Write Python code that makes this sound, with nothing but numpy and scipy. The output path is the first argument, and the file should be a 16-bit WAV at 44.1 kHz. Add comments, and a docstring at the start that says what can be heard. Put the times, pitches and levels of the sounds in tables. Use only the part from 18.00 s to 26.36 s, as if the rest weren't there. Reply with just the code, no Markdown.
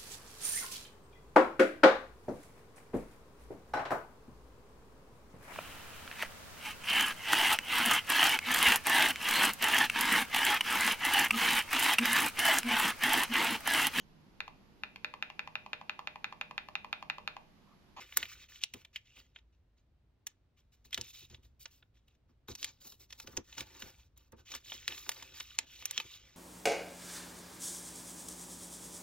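"""Paper rustles under sliding fingers at once, over a low room rumble, as hands fold a sheet on a table.
Rubbing is grainy noise plus tiny ringing crinkles; each sharp snap is a crack followed by fading noise.
Fingertips land with soft thumps: short noise pushes that sound the resonances of the table top.
A stereo microphone close by hears it all, with the faint short echo of a small quiet room."""
import sys
import numpy as np
from scipy import signal
from scipy.fft import rfft, irfft, next_fast_len
from scipy.io import wavfile
from scipy.ndimage import uniform_filter1d, map_coordinates

SR = 44100
rng = np.random.default_rng(int(sys.argv[2]) if len(sys.argv) > 2 else 0)


def waveform_to_disk(signal):
    """Save audio, clipped to [-1, 1], as 16-bit WAV at the path in sys.argv[1]."""
    frames = np.transpose(np.atleast_2d(signal))
    scaled = np.clip(frames, -1, 1) * 32767
    samples = np.round(scaled).astype(np.int16)
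    wavfile.write(sys.argv[1], SR, samples)


N = 368676
T = np.arange(N) / SR  # time of every sample, in seconds

# fingers land on the table: start_s [s], knock_db [dB, peak before a 0.5 dB lift],
# deep_db [dB, deep thud relative to the knock]
LANDINGS = [(0.172, -55, -2), (.227, -59, 2), (.737, -47, -3), (2.846, -66, 10), (2.974, -41, -4),
            (2.997, -51, -0.5), (3.213, -63, 6), (3.299, -63, 11.5), (3.323, -56.5, 5), (3.376, -65, 2.5),
            (4.29, -65, -1), (4.482, -41, -6), (4.505, -55, 11.5), (4.68, -65, 0), (4.848, -58, -12),
            (4.921, -61.5, -7), (5.238, -54, -3), (5.271, -48.5, -7), (5.328, -52, -9), (5.367, -38, -4.5),
            (5.599, -46, -7), (5.823, -50.5, 3), (5.853, -52.5, 1.5), (6.323, -45, -4.5), (6.382, -63, -2),
            (6.541, -60.5, 5), (6.736, -52.5, -9), (6.88, -53, -1), (7.063, -50.5, -12),
            (7.977, -50.5, -17), (8.039, -55.5, 1)]
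# colour of rustling paper: pitch_hz [Hz], level_db [dB per Hz]
RUSTLE_COLOUR = [(300, -32), (700, -22.5), (1200, 1), (1700, -2.5), (2400, 1), (3300, -0.5), (4500, 2.5),
                 (7000, 2.5), (9500, -24), (16000, -27.5)]
# the free flap rings higher as the fingers shorten it: time_s [s], pitch_hz [Hz], lift_db [dB]
FLAP_RINGING = [(.3, 2144, 8), (.55, 2900, 6.5), (.95, 2600, 9), (1.2, 2857, 10), (2.6, 2606, -1),
                (3.2, 3666, 9), (4.1, 2896, 4), (4.5, 4400, 7), (4.86, 4560, 5), (5.6, 4000, -1),
                (6.499, 3500, 3), (6.7, 3310, 9), (6.95, 2580, 0.5), (7.2, 2050, 2), (7.38, 3360, 1.5),
                (7.8, 2900, 8.5), (8.129, 3420, 5), (8.299, 2800, 2.5)]


def amp(db):
    """Turn decibels into a gain."""
    return 10 ** (np.asarray(db) / 20)


def unit(x):
    """Scale a sound to an average strength (rms) of 1."""
    return x / np.sqrt(np.mean(x ** 2) + 1e-20)


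def along(points, hz):
    """Read a curve of (Hz, value) points, with pitch on a log axis."""
    point_hz, value = np.transpose(points)
    return np.interp(np.log(hz + 1), np.log(point_hz + 1), value)


def wobble(rate):
    """Draw a smooth random curve with this many random points a second."""
    points = rng.standard_normal(int(N * rate / SR) + 4)
    return map_coordinates(points, [T * rate])


def filtered(x, response):
    """Multiply the spectrum of x by a response that depends on frequency."""
    size = next_fast_len(N + SR // 2)
    hz = np.fft.rfftfreq(size, 1 / SR)
    return irfft(rfft(x, size) * response(hz), size)[..., :N]


def coloured(x, db_of_hz, size=4096):
    """Give a short sound a dB curve with a causal filter, so nothing sounds ahead of its cause."""
    cepstrum = irfft(np.log(amp(db_of_hz(np.fft.rfftfreq(size, 1 / SR)))))
    # folding the cepstrum forward in time makes the filter causal
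    cepstrum[1:size // 2] *= 2
    cepstrum[size // 2 + 1:] = 0
    return irfft(rfft(x, size) * np.exp(rfft(cepstrum)))


def add(track, start_s, sound):
    """Mix a short sound into the track at a given time."""
    part = track[..., max(round(start_s * SR), 0):][..., :sound.shape[-1]]
    part += sound[..., :part.shape[-1]]


def pair(own, size):
    """Make two white noises; own is the share of power that each has to itself."""
    common, *apart = rng.standard_normal((3, size))
    own = np.clip(own, 0, 1)
    return np.sqrt(1 - own) * common + np.sqrt(own) * np.array(apart)


def sheet_db(hz):
    """Colour the rubbing and snaps with the sheet's resonances and the ripple of nearby echoes."""
    # ringing of the sheet and its surroundings: pitch_hz [Hz], width_hz [Hz], lift_db [dB]
    resonances = [(2040, 200, -0.5), (2221, 64, 8.5), (2535, 99, 8), (3210, 64, 2.5), (3473, 780, 4.5),
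                  (4830, 330, -7.5), (5600, 500, 0)]
    # echoes off the table and the stand: delay_s [s], gain [times the direct sound]
    near_echoes = [(.00062, 0.047), (.00105, 0.31), (.0021, .25), (.0034, 0.58)]
    humps = sum(lift_db / (1 + (2 * (hz - pitch_hz) / width_hz) ** 2)
                for pitch_hz, width_hz, lift_db in resonances)
    comb = 1 + sum(gain * np.exp(-2j * np.pi * hz * delay_s) for delay_s, gain in near_echoes)
    return humps + 20 * np.log10(np.abs(comb) + 0.45) - 3


def flap_db(time_s, hz, width_octaves=0.27):
    """Where its lift is positive, the flap radiates best at its resonance and poorly below it."""
    times, flap_hz, lift_db = np.transpose(FLAP_RINGING)
    octaves = np.log2((hz + 1) / np.interp(time_s, times, flap_hz))
    hump = 1 / (1 + (octaves / width_octaves) ** 2)
    loss_below = np.clip(-octaves - .45, 0, .7)
    return np.interp(time_s, times, lift_db) * (hump - .55 - loss_below)


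def stroke_levels():
    """Each stroke grips quickly, swells or eases as it slides, then lets go: rustle, hiss, pressure."""
    # skin and paper slide; start_s falls halfway through the grip, swell_db runs from start to end:
    # start_s [s], length_s [s], rustle_db [dB], skin_hiss_db [dB], pressure_db [dB], swell_db [dB]
    slides = [ (0, 0.05, -51.5, -52.5, -60, -15), (0.053, 0.098, -60.5, -60, -80, 7),
              (0.164, 0.11, -47.5, -47.5, -56, -11), (0.282, 0.058, -51.5, -48.5, -75, 3.5),
              (0.349, 0.099, -58, -63, -71.5, 4), (0.487, .11, -58, -59.5, -75, 0),
              (0.611, 0.026, -51, -56, -75, -1), (0.749, 0.074, -66, -63.5, -66.5, 5),
              (0.934, 0.041, -60.5, -65, -92, 6), (1.051, 0.12, -68.5, -76, -95, 4),
              (1.157, .05, -58.5, -59, -67.5, 5.5), (1.352, .05, -70, -88, -80.5, -12),
              (1.525, 0.026, -80.5, -88, -95, 3), (1.772, 0.033, -77.5, -84.5, -94.5, 0),
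              (2.272, 0.045, -69, -73, -87, -9), (2.571, 0.039, -75.5, -73, -90, -1),
              (2.724, 0.019, -69.5, -62, -90.5, 4), (2.848, 0.013, -63.5, -54, -80, 4.5),
              (2.923, 0.15, -59, -60, -68, -2), (3.039, 0.074, -58.5, -52.5, -86, 0.5),
              (3.132, 0.12, -56.5, -52, -77, -1.5), (3.304, 0.057, -62.5, -64.5, -66.5, -4),
              (3.43, 0.032, -69, -63.5, -68, 0), (3.598, 0.036, -65, -49.5, -80, 3),
              (3.708, 0.097, -74, -62.5, -83, -13.5), (3.945, 0.041, -74, -75, -96.5, 0),
              (4.073, 0.091, -82.5, -85, -89, -12), (4.287, .025, -81.5, -83, -85, 1),
              (4.481, 0.043, -51.5, -49.5, -61, 3), (4.577, 0.047, -55.5, -49, -64, 8),
              (4.637, 0.071, -52, -59, -57.5, -6.5), (4.808, 0.13, -65.5, -49.5, -67.5, 0.5),
              (4.999, 0.052, -64.5, -56, -70, -6), (5.095, 0.075, -68.5, -62, -73, -3),
              (5.18, 0.055, -62.5, -50, -64, 4.5), (5.267, 0.13, -68.5, -58.5, -59.5, -14),
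              (5.441, 0.12, -65.5, -61, -74, 13), (5.571, 0.056, -49.5, -46.5, -50.5, 0.5),
              (5.664, 0.13, -63, -59, -60.5, 6), (5.793, 0.12, -57.5, -52, -58.5, -5.5),
              (5.917, 0.16, -71, -68, -75, -9.5), (6.166, 0.12, -76, -71, -74, -9.5),
              (6.366, 0.042, -68.5, -68, -62.5, 7), (6.455, 0.047, -59, -60, -81, 4),
              (6.5, 0.071, -51.5, -48, -61, 5.5), (6.639, 0.11, -54.5, -50.5, -71.5, 18),
              (6.74, 0.18, -56.5, -60, -74, -6), (6.881, 0.074, -49, -48, -53, -3.5),
              (6.945, 0.21, -56.5, -48, -64.5, -1.5), (7.156, 0.23, -58.5, -58, -65, -10.5),
              (7.34, 0.096, -53.5, -48.5, -68, -3), (7.436, 0.13, -58.5, -58, -77, 4),
              (7.581, 0.068, -60, -65, -61, -2), (7.662, 0.16, -58, -58, -70.5, 7.5),
              (7.808, 0.21, -52.5, -55.5, -64.5, 8), (8.038, 0.13, -55, -54, -71.5, 8),
              (8.175, 0.2, -65, -68.5, -71.5, 0.5)]
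    attack_s, release_db_per_s, uneven_db = 0.014, 599.5, 1.1
    # the sheet then settles faintly: level relative to the stroke, and how fast that fades
    settle_db, settle_db_per_s = -13, 128
    power, t = np.zeros((3, N)), np.arange(SR // 2) / SR
    for start_s, length_s, *levels_db, swell_db in slides:
        grip = np.minimum(t / attack_s, 1)
        slide_db = swell_db * (np.minimum(t / length_s, 1) - .5)
        after_s = np.maximum(t - length_s, 0)
        release_db = np.maximum(-release_db_per_s * after_s, settle_db - settle_db_per_s * after_s)
        gains = np.outer(amp(levels_db), grip * amp(slide_db + release_db))
        add(power, start_s - attack_s / 2, gains ** 2)
    return np.sqrt(power) * amp(uneven_db * wobble(45))


def friction(spectrum, grain_db, own, ring=0):
    """Fibres catch and slip: grainy noise of rms 1; ring sets how much flap resonance it takes on."""
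    grain = wobble(900) + .6 * wobble(110)
    slips = pair(own, N) * amp(np.clip(grain_db, 1, 3) * grain)
    hz, t, z = signal.stft(slips, SR, nperseg=512)
    # the colour shifts in patches as the fingers travel
    field = uniform_filter1d(rng.standard_normal(z.shape[1:]), size=4, axis=0)
    field = uniform_filter1d(field, size=12, axis=1)
    patches_db = 2.6 * unit(field)
    z = z * amp(patches_db + ring * flap_db(t, hz[:, None]))
    patchy = signal.istft(z, SR, nperseg=512)[1][:, :N]
    return unit(filtered(patchy, lambda f: amp(along(spectrum, f) + sheet_db(f))))


def crinkles(rate, spread_db, ring_t60, scatter_octaves, size=512):
    """Tiny random buckles of rms 1: each small facet rings briefly, its pitch scattered around the flap's."""
    starts = np.flatnonzero(rng.random(N) < rate / SR)
    pitch, strength = np.clip(rng.standard_normal((len(starts), 2)), -2, 2).T
    times, flap_hz, _ = np.transpose(FLAP_RINGING)
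    hz = np.interp(starts / SR, times, flap_hz) * 2 ** (scatter_octaves * pitch)
    t = np.arange(size) / SR
    fade = amp(spread_db * strength[:, None] - 60 * t / ring_t60)
    rings = fade * np.cos(2 * np.pi * hz[:, None] * t)
    # add all the rings together, each at its own place
    places = starts[:, None] + np.arange(size)
    ticks = np.bincount(places.ravel(), rings.ravel(), N)[:N]
    return unit(filtered(ticks, lambda f: amp(along(RUSTLE_COLOUR, f) + sheet_db(f))))


def rubbing():
    """Strokes make the sheet rustle and crinkle, the skin hiss and the table murmur under pressure."""
    # colour of sliding skin: pitch_hz [Hz], level_db [dB per Hz]
    skin_colour = [(1500, -30), (3400, -10), (4400, 2.5), (5600, 0), (7000, -1), (8500, -4.5),
                   (10500, -7.5), (12800, 0), (15000, -1), (16300, -9)]
    # colour of the pressed table: pitch_hz [Hz], level_db [dB per Hz]
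    press_colour = [(40, -21.5), (100, 3.5), (200, -4.5), (340, 4), (650, -3), (1050, -6), (1600, -4),
                    (4000, -48)]
    rustle, hiss, press = stroke_levels()
    # rate in crinkles a second, ring_t60 in seconds for a 60 dB fade
    ticks = amp(-6.5) * crinkles(rate=260, spread_db=5, ring_t60=.008, scatter_octaves=.55)
    sheet = amp(-2.0) * friction(RUSTLE_COLOUR, grain_db=1.5, own=0.06, ring=0.7) + ticks
    skin = amp(-7.0) * friction(skin_colour, grain_db=2.5, own=0.017)
    table = amp(-5.5) * friction(press_colour, grain_db=3.5, own=0.4)
    return rustle * sheet + hiss * skin + press * table


def rumble(hiss_db=-82, split_hz=200):
    """A nearly mono low rumble swells as the hands lean on the table, under a steady faint hiss."""
    # colour of the background: pitch_hz [Hz], level_db [dB per Hz]
    floor_colour = [(20, -16.5), (40, -10.5), (57, 0.5), (88, -7.5), (120, -10), (200, -20.5), (235, -18.5),
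                    (400, -24.5), (1000, -33), (2000, -37.5), (4000, -41.5), (11000, -59.5), (16000, -53.5)]
    # how alike left and right are: pitch_hz [Hz], likeness [1 = the same]
    floor_likeness = [(60, 1), (130, .93), (300, 0.58), (1000, .5), (5000, 0.12)]
    # base level, greatest rise while the hands work, and how slowly it follows them
    rumble_db, rise_db, follow_s = -71, 4, 0.42

    def mid_side_gains(hz):
        angle = np.arccos(np.clip(along(floor_likeness, hz), -1, 1)) / 2
        return amp(along(floor_colour, hz)) * [np.cos(angle), np.sin(angle)]

    mid, side = filtered(rng.standard_normal((2, N)), mid_side_gains)
    air = np.array([mid + side, mid - side])
    low = filtered(air, lambda hz: 1 / (1 + (hz / split_hz) ** 4))
    lean = sum(np.exp(-((T - start_s) / follow_s - .5) ** 2) for start_s, *_ in LANDINGS)
    waver_db = 1.5 * wobble(9)
    swell = amp(rumble_db + rise_db * lean / lean.max() + waver_db)
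    return swell * unit(low) + amp(hiss_db) * unit(air - low)


def snaps(flutter_t60=0.022, lead_in_db=-25, flap_ring=0.55, size=2048):
    """Fibres give for a moment, the sheet buckles with a crack, and waves run about it for milliseconds."""
    # the sheet buckles: start_s [s], level_db [dB near 3 kHz, before a 6.5 dB cut],
    # body_db, edge_db, sizzle_db [dB relative to that level, before the colour curve's offsets]
    buckles = [(0.124, -11.5, -6, -30.5, -14), (.1719, 6, -2.5, 9.5, 11.5), (.228, 4, -4.5, -12, -19),
               (0.2542, -10.5, -7.5, -14.5, -10), (.558, -15.5, -23, -13, -34), (.637, 4, -17, 9.5, -9.5),
               (.7377, -8, -26, 3.5, -3.5), (0.8486, -16.5, -5, -2.5, -12), (0.9595, 3, -21.5, -14, -21.5),
               (1.3605, -12, -1, -38, -22), (1.3867, -23.5, -6, -14, -25), (2.2687, -7.5, -10.5, 8.5, 1.5),
               (2.908, -29, -5, 2.5, -4.5), (2.9289, 0.5, -14, -5.5, -17), (2.9449, 1.5, -21, 2.5, -7.5),
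               (2.9764, -2.5, 0, -2.5, -7.5), (3.0127, -8, -21, 11, -4), (3.2997, -28, -10, 10, -12),
               (3.3447, -15, -9, -5, -25), (3.656, -7, -4.5, -1.5, -32), (3.8257, -26.5, 8, -21, -35),
               (4.0813, -33, -8, -3.5, -4), (4.1511, -39.5, -8, -8, -11), (4.484, -11, -1, -14, 0),
               (4.5518, -11.5, -7.5, 9, -4), (4.6292, -1, -8.5, 4, -15), (4.6449, 0.5, -12, 4.5, -2.5),
               (4.848, -33, 5, 13, 0), (4.9222, -22.5, 2, 4, -5), (5.105, -16.5, -14, -1, -14),
               (5.1256, -9, -8.5, 1.5, -18), (5.1994, -11, -2, 3, -4), (5.273, -13, 2, 2.5, -16),
               (5.369, -7.5, -3.5, 8, -4), (5.374, -5.5, -15, 13, -26), (5.5262, -16.5, -7.5, -2, -36),
               (5.581, -9, 1, 9.5, -30), (5.6068, -3, -24, 3.5, -8), (5.822, -6.5, -3, -1, -16),
               (6.1755, -36, -6, 15, 15), (6.3203, -34.5, 3, 10, 10), (6.5181, -8.5, -6, 6.5, -26),
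               (6.539, -9, 3.5, 2, -31), (6.5501, -7, -0.5, 6.5, -5), (6.7196, -2.5, -2, -35, -25),
               (6.8796, 7, -9, -2.5, -15.5), (6.922, -5, -6.5, -29, -11), (6.9777, -11, -6, 2, -29),
               (7.064, -18, 3, -9, -12), (7.0925, 2, -4, 4.5, 2), (7.117, -6.5, -8.5, -0.5, -5),
               (7.166, -19, 2.5, -14, -10), (7.2251, -11.5, 1.5, 0.5, -5.5), (7.4008, -12.5, 0, 12.5, -7),
               (7.405, -2.5, -7.5, -6, -31), (7.588, 7, -6.5, 5.5, -14), (7.823, -10.5, -1, -6, -12),
               (7.8558, -3, -5, 11.5, 7.5), (7.9103, -6.5, -1.5, 12, 3.5), (7.9781, 6, -6, -1.5, -23),
               (8.0002, 3, -3, -10, -17)]
    # share of energy in the first crack (0-1): strong, bright snaps are the crispest
    crack_share, share_per_db, share_per_edge_db = .52, 0.22, 0.2
    out, t = np.zeros((2, N)), np.arange(size) / SR
    lead = SR // 150  # samples of giving fibres ahead of the crack
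    onset = np.exp(-t / .0005)
    for start_s, level_db, body_db, edge_db, sizzle_db in buckles:
        share = np.clip(crack_share + share_per_db * level_db + share_per_edge_db * edge_db, .1, .85)
        crack = (t == 0) + .22 * rng.standard_normal(size) * onset
        flutter = pair(0.026, size) * amp(-60 * t / flutter_t60) * (1 - onset)
        burst = (np.sqrt(share) * unit(crack) + np.sqrt(1 - share) * unit(flutter)) / np.sqrt(size)
        give = amp(lead_in_db) * unit(pair(0.035, lead) * np.linspace(0, 1, lead)) / np.sqrt(lead)
        colour = [(120, body_db - 12.5), (680, body_db - 4), (1450, body_db + 4.5),
                  (1950, 0.0), (3700, 0.05), (6200, edge_db),
                  (9500, (edge_db + sizzle_db) / 2 - 4.5),
                  (14000, sizzle_db + 0.5), (16500, sizzle_db - 12)]

        def snap_db(hz):
            return along(colour, hz) + sheet_db(hz) + flap_ring * flap_db(start_s, hz)

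        snap = coloured(np.hstack([give, burst]), snap_db)
        add(out, start_s - lead / SR, amp(level_db - 6.5) * snap)
    return out


def peak_one(x):
    """Scale a sound so that its highest peak is 1."""
    return x / np.abs(x).max()


def thumps(pad_db=-12, pad_hz=950, contact_s=0.033, split_hz=170, size=8192):
    """A soft fingertip knocks the table's resonances; the weight behind it adds a deep thud."""
    # resonances of the table top: pitch_hz [Hz], width_hz [Hz], level_db [dB]
    table_modes = [(63, 18, -6), (110, 45, 3), (228, 40, 0), (336, 50, 1), (430, 140, -8), (540, 120, -9),
                   (900, 300, -17)]
    out, t, hz = np.zeros((2, N)), np.arange(size) / SR, np.fft.rfftfreq(size, 1 / SR)
    wood = 0
    for k, (pitch_hz, width_hz, level_db) in enumerate(table_modes):
        damping = 1j * hz * width_hz
        # neighbouring resonances swing in opposite directions
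        wood = wood + (-1) ** k * amp(level_db) * damping / (pitch_hz ** 2 - hz * hz + damping)
    pat = amp(pad_db) / (1 + 1j * hz / pad_hz) ** 2  # the fingertip on the paper itself
    low = 1 / (1 + 1j * hz / split_hz)
    touch = amp(-20 * t / contact_s) * (1 - np.exp(-t / 0.0026))
    for start_s, knock_db, deep_db in LANDINGS:
        push = rfft(pair(0.38, size) * touch) * (wood + pat)
        knock = peak_one(irfft(push * (1 - low) ** 3))
        thud = peak_one(irfft(push * low ** 3))
        add(out, start_s, amp(knock_db + 0.5) * (knock + amp(deep_db) * thud))
    return out


def room(x):
    """Add a faint short tail of fading noise, different at each microphone port."""
    # the room: pitch_hz [Hz], t60_s [s to fade by 60 dB], level_db [dB]
    walls = np.array([(100, 0.25, -20.5), (560, 0.033, 0), (1200, .17, -11), (4000, 0.17, -19.5),
                      (14000, 0.077, -31.5)])
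    hz, t, z = signal.stft(rng.standard_normal((2, SR // 3)), SR, nperseg=256)
    t60_s = along(walls[:, :2], hz)[:, None]
    level_db = along(walls[:, ::2], hz)[:, None]
    even_energy = np.sqrt(2 * np.log(1000) / (t60_s * SR))  # long fades get no extra energy
    tail = signal.istft(z * amp(level_db - 60 * t / t60_s) * even_energy, SR, nperseg=256)[1]
    delayed = np.pad(tail, ((0, 0), (SR // 250, 0)))
    return signal.fftconvolve(x, delayed, axes=1)[:, :N]


def scene(mono_hz=260):
    """The paper lies a little to the left, so it reaches the right port later; long waves reach both alike."""
    # lead of the left port: pitch_hz [Hz], lead_rad [radians]
    left_lead = [(100, 0), (1200, .1), (2000, .35), (2700, .65), (4000, 1.1), (5600, 1.75), (8000, 2.65),
                 (10000, 3.14), (13600, 4.2), (16500, 5.6)]
    paper = rubbing() + snaps() + thumps()
    direct = filtered(paper, lambda hz: np.exp(np.outer([1j, -1j], along(left_lead, hz) / 2)))
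    left, right = direct + room(direct)
    mid = (left + right) / 2
    side = filtered((left - right) / 2, lambda hz: hz / np.hypot(hz, mono_hz))
    balance = amp([[-.15], [.15]])
    return np.array([mid + side, mid - side]) * balance + rumble()


def record(dry, top_hz=15900):
    """Cut the sound off steeply above its band limit."""
    return filtered(dry, lambda hz: 1 / np.sqrt(1 + (hz / top_hz) ** 200))


dry = scene()
out = record(dry)
waveform_to_disk(out)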